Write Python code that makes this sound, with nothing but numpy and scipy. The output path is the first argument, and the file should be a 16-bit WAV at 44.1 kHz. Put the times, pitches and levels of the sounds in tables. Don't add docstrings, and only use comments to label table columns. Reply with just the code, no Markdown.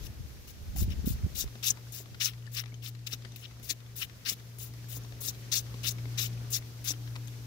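import sys
import numpy as np
from scipy import signal
from scipy.fft import rfft, irfft, next_fast_len
from scipy.io import wavfile

SR = 44100
rng = np.random.default_rng(int(sys.argv[2]) if len(sys.argv) > 2 else 0)


def store_wav(level_fs):
    pcm = np.round(np.clip(np.atleast_2d(level_fs), -1, 1) * 32767)
    wavfile.write(sys.argv[1], SR, pcm.T.astype(np.int16))


def volts(x):
    e = np.asarray(x, float) / 20
    return 10 ** e


N = 328986

# (valve opens [s], stays open [s], pressure peaks after [s], nozzle hiss [dB],
# thin splash over hiss [dB])
TRIGGER_PULLS = [(0.02, 0.066, 0.048, -55, 1), (0.474, 0.056, .01, -53.5, -3.5),
                 (0.759, 0.1, 0.046, -41, -8.5), (0.902, 0.044, 0.013, -61, -4),
                 (1.057, 0.11, 0.025, -41.5, -10), (1.349, 0.11, 0.04, -40, -4),
                 (1.627, 0.11, 0.042, -40, -2), (1.923, 0.12, 0.041, -43, -6.5),
                 (2.2, 0.15, 0.033, -44, -9), (2.517, 0.119, 0.045, -47, -8),
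                 (2.821, 0.086, 0.067, -47.5, -8), (3.063, 0.1, 0.048, -54.5, -6),
                 (3.36, 0.11, 0.044, -56.5, -9), (3.628, 0.12, 0.024, -49, -8),
                 (3.956, 0.11, 0.048, -42, -7.5), (4.25, 0.1, 0.062, -41.5, -3),
                 (4.584, 0.15, 0.041, -45.5, -9.5), (4.885, 0.11, 0.048, -45, -9),
                 (5.205, 0.12, 0.04, -40.5, -14), (5.516, 0.11, 0.057, -47, -6),
                 (5.832, 0.11, 0.031, -42, -2.5), (6.174, .12, 0.05, -39, -2.5),
                 (6.502, 0.1, 0.033, -42.5, -16), (6.842, 0.098, 0.039, -38.5, -7.5)]
# (start [s], hold [s], splash [dB], coarse drops over splash [dB],
# hiss over usual [dB])
JET_SPURTS = [(0.784, 0.025, -49, -19, 7), (0.906, 0.031, -56.5, 4, -6), (1.077, 0.052, -54.5, -10, -4),
              (1.388, 0.026, -33.5, -18.5, 2.5), (1.635, 0.02, -37.5, -6, 3),
              (1.67, 0.018, -27.5, -19.5, -3), (1.704, 0.0035, -30, -31.5, -5),
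              (2.209, 0.014, -30.5, -7.5, -2), (2.23, 0.028, -29.5, -13, 1.5),
              (2.262, 0.014, -34, -10.5, 6), (2.285, 0.012, -52, 4, 1), (2.548, .004, -43, -14, 7),
              (2.573, 0.022, -37, -3, 6.5), (2.843, 0.034, -47, -3, 5), (3.071, 0.0026, -32.5, -10.5, -1.5),
              (3.125, 0.014, -37.5, -7, 0), (3.356, 0.0035, -48, 0.5, 20), (3.439, 0.018, -57.5, 7.5, -1),
              (3.699, 0.011, -28, -15, 1), (4.016, 0.014, -43.5, 4, 3), (4.262, 0.015, -36, -3.5, 1),
              (4.29, 0.0093, -29, -12.5, 4.5), (4.959, 0.016, -50.5, -17, 11.5),
              (5.215, 0.011, -60, -16, 11), (5.24, 0.035, -43.5, -13, -1), (5.281, 0.012, -34, -18, 2),
              (5.523, 0.019, -27.5, -14.5, -0.5), (5.555, 0.017, -28, -16.5, -2),
              (5.563, 0.024, -33.5, -19, -2), (5.846, 0.011, -41.5, 2.5, 1), (5.87, .004, -28, -14, -2),
              (5.879, 0.012, -28, -16.5, -0.5), (5.908, 0.007, -42, -20, 5), (6.186, 0.013, -31, -9.5, -6),
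              (6.216, 0.032, -37.5, -11, 3), (6.537, 0.024, -30, -16.5, 3), (6.858, 0.011, -47, 0, 1),
              (6.879, 0.016, -33, -13.5, 0), (6.905, .008, -35.5, -22.5, -1)]
# (frequency [Hz], level per Hz [dB])
SPRAY_COLOUR = [(410, -36), (700, -7), (888, -33.5), (1300, -21), (1860, -16), (2430, -12.5), (3330, 4),
                (4200, 3.5), (5510, 3.5), (6540, 4.5), (8190, -5.5), (11200, 0), (15000, 2.5),
                (15900, 11.5), (16500, -40)]
# (frequency [Hz], left over right [dB])
SPRAY_BALANCE = [(400, 12), (800, 15), (1700, 5.5), (2800, 7.5), (5800, 13), (6900, 11.5), (7900, 13),
                 (9000, -3), (11000, 11), (13000, 15), (15500, 6.5)]
# (time [s], peak [dB], ring [Hz])
LEVER_TICKS = [(0.7616, -34.5, 780), (1.476, -41.5, 1220), (1.5535, -40, 711), (1.7709, -40, 990),
               (2.057, -44.5, 1140), (2.145, -37.5, 1420), (3.5987, -49, 780), (5.047, -42, 1060),
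               (5.122, -39, 645), (5.741, -38.5, 1090), (7.075, -40.5, 1660), (7.155, -36, 1290),
               (7.161, -31.5, 995)]
# (time [s], peak [dB], ring [Hz], scratch over peak [dB])
REFILL_TICKS = [(2.334, -46.5, 2000, 0.5), (2.424, -47, 2900, -7.5), (2.441, -54, 7060, -17),
                (2.458, -51, 2930, -25), (2.144, -46, 4500, -14), (1.005, -53, 4300, -14),
                (2.466, -39.5, 4640, -8), (2.475, -41.5, 1760, -22), (2.637, -37, 2120, -8),
                (2.6584, -39.5, 2400, -4), (2.721, -47, 2220, -28), (2.678, -44, 3000, -10),
                (2.7417, -38, 3120, -14), (2.743, -43, 6430, -18), (1.187, -48, 1900, -3),
                (2.379, -49, 1500, -4), (2.95, -45, 4200, -1.5), (2.991, -47, 4500, -9),
                (3.099, -47, 1750, -8), (3.221, -51, 3700, 5), (3.249, -33, 1880, -5.5),
                (3.319, -47, 3670, -16), (3.321, -42.5, 6100, -14), (3.363, -49, 2640, -12),
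                (3.5109, -43.5, 2290, -8), (3.803, -44, 3600, -6), (3.8634, -46, 3440, -16),
                (4.0964, -52.5, 4040, 6.5), (4.3974, -47, 1920, -2), (4.737, -46, 5200, -3),
                (4.843, -46, 1700, -16.5), (5.036, -42, 6460, -12), (5.3474, -41, 4030, -11),
                (5.665, -46.5, 5090, -4), (5.9833, -39, 2260, -8), (6.0556, -36, 2160, -13),
                (6.259, -35, 6900, -28), (6.33, -45, 5500, -5), (5.668, -49, 2000, -14),
                (6.376, -43, 2500, -17), (6.6235, -42, 2160, -8), (6.937, -35, 3060, -12),
                (7.266, -52, 4200, -3), (7.274, -37, 6500, -15), (7.2823, -37.5, 3430, -12)]
# (time [s], peak [dB])
VALVE_SNAPS = [(0.9048, -28), (1.056, -23), (1.066, -34), (1.9227, -24), (2.5182, -33), (2.5421, -25),
               (2.8489, -36), (2.8644, -32), (3.32, -41), (3.361, -34), (3.5982, -29), (3.9838, -34),
               (4.5864, -24), (4.737, -36), (5.219, -22), (6.8447, -29), (7.281, -24)]
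# (time [s], peak [dB], ring [Hz])
BOTTLE_KNOCKS = [(1.554, -40.5, 236), (1.706, -42, 252), (2.002, -45, 405), (2.729, -45.5, 264),
                 (3.132, -40.5, 255), (3.256, -44, 236), (3.599, -48.5, 332), (3.709, -42, 300),
                 (4.32, -40, 215), (4.841, -49, 252), (4.97, -38.5, 280.5), (5.289, -42, 247),
                 (5.744, -40.5, 261), (6.056, -39.5, 275), (6.415, -47, 290), (6.906, -35.5, 300),
                 (7.169, -46, 255)]
# (time [s], level [dB])
WIND_RUMBLE = [
    (0.0, -47.5),
    (0.338, -51),
    (0.608, -53),
    (0.834, -34),
    (0.964, -36.5),
    (1.306, -43.5),
    (1.56, -56),
]
# (time [s], left peak [dB], right peak [dB], pitch [Hz])
WIND_SWIRLS = [(0.031, -30.5, -46, 49), (0.105, -36, -38, 88), (0.186, -47, -41, 63), (0.209, -29, -33, 93),
               (0.251, -31, -64, 77), (0.628, -39, -35, 70.6), (0.696, -30.5, -33, 58.4),
               (0.768, -32, -48, 69), (0.8, -46, -25, 59.3), (0.827, -19.5, -21, 66),
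               (0.855, -44, -25, 89.0), (0.885, -33, -25, 90.5), (0.923, -40, -28, 90),
               (0.99, -24.5, -45, 67.6), (1.07, -35, -25, 71.5), (1.113, -20.5, -22.5, 90),
               (1.146, -29, -26.5, 58.4), (1.186, -54, -38, 114), (1.249, -21, -17, 81.6),
               (1.351, -29, -57, 86), (1.379, -38, -59, 74), (1.44, -32.5, -49, 71),
               (1.464, -44, -27.5, 58), (2.124, -52, -37, 88), (2.16, -51, -40, 97)]
# (time [s], peak [dB], pitch [Hz], left over right [dB])
WIND_FLAPS = [(0.046, -40, 237, -4), (0.754, -35, 146, 7), (0.819, -32, 175, 23), (0.879, -27, 143, 4),
              (0.909, -47, 198, -7), (0.987, -34, 205, -6), (1.04, -28, 193, 5), (1.071, -17.5, 209, 1),
              (1.262, -33, 170, -18), (1.342, -52, 159, -6), (1.44, -38, 216, 3)]
# (time [s], level of the second harmonic [dB])
HUM_SWELL = [(1.5, -49.5), (1.9, -47.5), (2.01, -50.5), (2.35, -44), (3.36, -46.5), (3.47, -49.5),
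             (3.96, -48), (4.21, -55), (4.64, -47), (4.97, -44), (5.37, -46), (6.07, -39), (6.33, -37.5),
             (6.71, -46.5), (7.08, -40), (7.46, -43)]
# (multiple of its turning rate [x], level [dB])
MOTOR_HARMONICS = [
    (1, -20.5),
    (2, 1),
    (3, -22),
    (4, -28),
    (5, -25),
    (6.33, -35),
    (7, -31),
]
# (time [s], level over average [dB])
BREEZE_STRENGTH = [(0.0, 4), (0.12, 0.5), (0.72, -0.5), (0.93, 3.5), (1.24, 3), (2.93, -4), (3.2, -0.5),
                   (3.76, -2), (6.05, 4.5), (6.4, 4), (6.65, 2.5), (7.46, 2)]
# (frequency [Hz], level per Hz [dB])
OUTDOOR_COLOUR = [(19, -51), (30, -18.5), (62, -4.5), (95, -8), (146, -10.5), (180, -14), (298, -17.5),
                  (420, -19), (928, -29.5), (2500, -28), (5900, -25.5), (8530, -32.5), (12500, -22.5),
                  (15800, -22)]
# (frequency [Hz], likeness 0 to 1 [-])
OUTDOOR_LIKENESS = [
    (60, 0.76),
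    (290, 0.69),
    (640, 0.33),
    (1400, 0),
]
# (frequency [Hz], left over right [dB])
OUTDOOR_BALANCE = [
    (60, -5),
    (400, 4.5),
    (4400, 2.5),
    (8100, -1.5),
    (15000, 2),
]

PORT_LAG = 9
PADDED = next_fast_len(N, True)
HZ = np.maximum(np.fft.rfftfreq(PADDED, 1 / SR), 1)
SECONDS = np.arange(N) / SR


def spray():
    hiss_db, thin_db = np.array(TRIGGER_PULLS)[:, 3:].T
    stream_db = hiss_db + thin_db
    splash_db, coarse_db, extra_hiss_db = np.array(JET_SPURTS)[:, 2:].T
    coarseness_db = coarse_db + 15.0
    jet_hiss_db = splash_db + extra_hiss_db - 7.5 - 0.42 * coarseness_db
    wet = spray_noise(0.44, drops_per_s=19000, spread_db=0.5)
    mist = spray_noise(0.6, drops_per_s=14000, spread_db=3.0)

    coarse = flow_level(stream_db - 5.5, splash_db + coarse_db, 0.46)
    coarse = coarse * patchy(wet, 950, 3050, count=4, patch_db=2.5)
    dull = flow_level(stream_db - 2.0, splash_db - 6.0 + 0.34 * coarseness_db, 0.77)
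    dull = dull * patchy(wet, 2670, 5960, count=5, patch_db=2.0)
    bright = flow_level(stream_db - 7.5, splash_db - 6.5 - 0.7 * coarseness_db, 0.81)
    bright = bright * patchy(wet, 5450, 9660, count=4, patch_db=3.0)
    hiss = flow_level(hiss_db, jet_hiss_db, 0.6)
    hiss = hiss * patchy(mist, 6460, 19600, count=6, patch_db=2.5)

    sputter_db = 0.5 * drift(60) + 0.6 * drift(280)
    return volts(sputter_db) * (coarse + dull + bright + hiss)


def spray_noise(alike, drops_per_s, spread_db):
    sizes = volts(spread_db * np.minimum(rng.exponential(1, (2, N)), 4))
    sizes = sizes * rng.choice([-1, 1], (2, N))
    near, scattered = sizes * (rng.random((2, N)) < drops_per_s / SR)
    near = near + volts(-5) * near.std() * ringing_drops(2000)
    far = alike * np.roll(near, PORT_LAG) + np.sqrt(1 - alike ** 2) * scattered
    coloured = rfft([near, far], PADDED) * volts(at_hz(SPRAY_COLOUR)) * sides(at_hz(SPRAY_BALANCE))
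    return irfft(coloured, PADDED)[:, :N]


def flow_level(stream_db, spurt_db, swell_share):
    stream, valve = stream_level(stream_db)
    flow = valve * np.hypot(stream, jet_level(spurt_db, swell_share))
    lag = np.exp(-1 / (0.0013 * SR))
    return signal.lfilter([1 - lag], [1, -lag], np.roll(flow, -40))


def stream_level(db):
    rise_s, sag_s, shut_s = 0.053, 0.051, 0.015
    out, valve = np.zeros((2, N))
    for (opens, length, peak, *_), top_db in zip(TRIGGER_PULLS, db):
        t = np.arange(round(length * SR)) / SR
        span = slice(round(opens * SR), round(opens * SR) + len(t))
        from_peak = (t - peak) / np.where(t < peak, rise_s, sag_s)
        out[span] = volts(top_db - 10 * from_peak ** 2)
        valve[span] = np.minimum((length - t) / shut_s, 1) ** 2
    return out, valve


def jet_level(db, swell_share):
    build_db_per_s, collapse_db_per_s, usual_hold_s = 1300, 1004, 0.025
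    power, t = np.zeros(N), np.arange(-2000, 5000) / SR
    for (s, hold, *_), top_db in zip(JET_SPURTS, db):
        under_db = build_db_per_s * np.maximum(-t, 0) + collapse_db_per_s * np.maximum(t - hold, 0)
        under_db = under_db * np.sqrt(usual_hold_s / hold)
        power[round(s * SR) - 2000:][:len(t)] += volts(2 * (top_db - swell_share * under_db))
    return np.sqrt(power)


def patchy(x, low_hz, high_hz, count, patch_db):
    edges = np.geomspace(low_hz, high_hz, count + 1)
    total = 0
    for k in range(count):
        band = (-1) ** k * pass_band(x, edges[k], edges[k + 1])
        total = total + volts(patch_db * drift(37)) * band
    return mid_one(total)


def bottle():
    out = np.zeros((2, N))
    for s, db, hz in LEVER_TICKS:
        add(out, s, tick(db, hz, scratch_db=-2), pan_db=8.5)
    for s, db, hz, scratch_db in REFILL_TICKS:
        add(out, s, tick(db, hz, scratch_db), pan_db=16.5)
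    for s, db in VALVE_SNAPS:
        add(out, s, snap(db), pan_db=11.0)
    for s, db, hz in BOTTLE_KNOCKS:
        add(out, s, knock(db, hz), pan_db=0.5)
    return out


def tick(db, hz, scratch_db):
    size = 1500
    t = np.arange(size) / SR
    slips = rng.standard_normal(size) * (rng.random(size) < 600 / SR)
    slips = slips * volts(np.minimum(scratch_db + 6, 0) - 60 * t / 0.045)
    slips[0] = 0.9
    clean = np.clip(-scratch_db / 15 - 0.7, 0, 1)
    overtones = 0.5 * ring(1.7 * hz, 0.006, size) + 0.3 * ring(0.62 * hz, 0.008, size)
    part = ring(hz, 10 / hz + 0.006 + clean * 0.016, size) * (1 - clean * np.exp(-t / 0.001))
    part = part + (1 - clean) * overtones
    rings = signal.fftconvolve(slips, part)[:size]
    scratch = pass_band(rng.standard_normal(size), 1380, 4700)
    scratch = scratch * volts(-60 * t / 0.028) * (1 - np.exp(-t / 0.00077))
    return volts(db) * (0.51 * rings / np.abs(rings).max() + volts(scratch_db + 3.5) * scratch)


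def snap(db):
    burst = np.diff(rng.standard_normal(301))
    return volts(db - 9.5) * burst * volts(-60 * np.arange(300) / SR / 0.00088)


def knock(db, hz):
    body = np.zeros(4000)
    for multiple, gain, t60 in [(1, 0.24, 0.1), (1.6, 0.41, 0.021), (2.3, 0.24, 0.016), (3.4, 0.24, 0.006)]:
        body += gain * ring(multiple * hz, t60, 4000)
    return volts(db + 5.5) * signal.lfilter([0.2], [1, -0.8], body)


def wind():
    s, db = np.transpose(WIND_RUMBLE)
    lumps = volts(1.9 * np.array([drift(9.3), drift(5.1)]))
    rumble = mid_one(lumps * pass_band(rng.standard_normal((2, N)), 49, 80, order=1))
    level = volts(np.interp(SECONDS, s, db - 4.0, right=-150))
    out = level * pass_band(rumble, 12, 235) * 1.5
    for s, left_db, right_db, hz in WIND_SWIRLS:
        at = round(s * SR)
        out[:, at - 900:at + 2000] += volts(np.array([[left_db], [right_db]]) - 1.5) * eddy(hz, turns=1.0)
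    for s, db, hz, pan_db in WIND_FLAPS:
        at = round(s * SR)
        out[:, at - 700:at + 2200] += volts(db - 2.5) * sides(pan_db)[:, None] * eddy(hz, turns=0.9)
    return out


def eddy(hz, turns):
    t = np.arange(-900, 2000) / SR
    phase = rng.uniform(0, 2 * np.pi) + rng.normal(0, 1.0, (2, 1))
    bend = rng.normal(-0.15, 0.2)
    swing = 2 * np.pi * hz * t * (1 + bend * np.tanh(hz * t)) + phase
    wave = np.sin(swing) + 0.28 * np.sin(2 * swing) + 0.052 * np.sin(3 * swing)
    return wave * np.exp(-(t * hz / turns) ** 2)


def hum():
    motor_hz, early_db = 59.08, -61.5
    s, db = np.transpose([(0, early_db), (1.4, early_db)] + list(HUM_SWELL))
    turns = 2 * np.pi * np.cumsum(motor_hz * (1 + 0.0013 * drift(1.62))) / SR
    tones = np.zeros(N)
    for k, level_db in MOTOR_HARMONICS:
        waver_db = 0.7 if k == 2 else 3.0
        tones += volts(level_db + waver_db * drift(1.9)) * np.sin(k * turns + k * k)
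    return np.sqrt(2) * volts(np.interp(SECONDS, s, db)) * tones * sides(3.1)[:, None]


def air():
    breeze_db = np.interp(SECONDS, *np.transpose(BREEZE_STRENGTH))
    lull_db = -8 * np.exp(-((SECONDS - 3.1) / 1) ** 2)
    both = air_spectrum()
    above = 1 / (1 + (1300 / HZ) ** 4)
    top = 1 / (1 + (7500 / HZ) ** 8)
    traffic = irfft(both * np.sqrt(1 - above), PADDED)[:, :N]
    leaves = irfft(both * np.sqrt(above - top), PADDED)[:, :N]
    hiss = irfft(both * np.sqrt(top), PADDED)[:, :N]
    traffic = traffic / pass_band(traffic.mean(axis=0), 300, 1200).std()
    leaves_db = -63 + 0.82 * breeze_db

    steady = volts(-64.5 + 0.85 * breeze_db + 0.9 * drift(4.0)) * traffic
    steady = steady + volts(leaves_db + 0.9 * drift(9.0)) * mid_one(leaves)
    steady = steady + volts(-64.5 + 0.16 * breeze_db + lull_db + 0.9 * drift(6.0)) * mid_one(hiss)
    patter = pass_band([ringing_drops(500), ringing_drops(500)], 900, 7000)
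    steady = steady + volts(leaves_db - 7.5) * patter

    patches = volts(1.6 * drift(28.0)) - 1
    low_rustle = patches * pass_band(steady, 800, 2150)
    high_rustle = np.roll(patches, N // 2) * pass_band(steady, 1480, 3000)
    return steady + low_rustle + high_rustle


def air_spectrum():
    mid, side = rfft(rng.standard_normal((2, N)), PADDED)
    alike = np.clip(at_hz(OUTDOOR_LIKENESS), 0, 1)
    both = np.sqrt(1 + alike) * mid + np.sqrt(1 - alike) * side * [[1], [-1]]
    return both * volts(at_hz(OUTDOOR_COLOUR)) * sides(at_hz(OUTDOOR_BALANCE))


def ringing_drops(per_s):
    pitches = np.geomspace(1100, 15000, 22)
    sizes = rng.standard_normal(N) * (rng.random(N) < per_s / SR) + 1e-18
    dealt = rng.integers(0, len(pitches), N)
    out = np.zeros(N)
    for k, hz in enumerate(pitches):
        r = volts(-60 * hz / 45 / SR)
        w = 2 * np.pi * hz / SR
        out += hz * signal.lfilter([np.sin(w)], [1, -2 * r * np.cos(w), r * r], sizes * (dealt == k))
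    return out / out.std()


def ring(hz, t60, size):
    t = np.arange(size) / SR
    return np.sin(2 * np.pi * hz * t) * volts(-60 * t / t60)


def drift(rate):
    r = np.exp(-2 * np.pi * rate / SR)
    slow = signal.lfilter([1], [1, -2 * r, r * r], rng.standard_normal(N + SR))[SR:]
    return (slow - slow.mean()) / slow.std()


def add(out, s, sound, pan_db):
    for side, gain, lag in zip(out, sides(pan_db), (0, PORT_LAG)):
        at = round(s * SR) + lag
        side[at:at + len(sound)] += gain * sound[:N - at]


def sides(pan_db):
    return volts(np.multiply.outer([0.5, -0.5], pan_db))


def pass_band(x, low_hz, high_hz, order=2):
    return signal.sosfilt(signal.butter(order, [low_hz, high_hz], "band", fs=SR, output="sos"), x)


def mid_one(x):
    return x / np.sqrt(np.mean(x.mean(axis=0) ** 2))


def at_hz(points):
    hz, value = np.transpose(points)
    return np.interp(np.log(HZ), np.log(hz), value)


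def scene():
    return spray() + bottle() + wind() + hum() + air()


def roll_off(x):
    return signal.sosfilt(signal.butter(12, 17010, fs=SR, output="sos"), x)


def record(dry):
    low_pass = signal.cheby2(16, 58, 16150, fs=SR, output="sos")
    mix = signal.sosfilt(low_pass, dry)
    return roll_off(mix)


dry = scene()
out = record(dry)
store_wav(out)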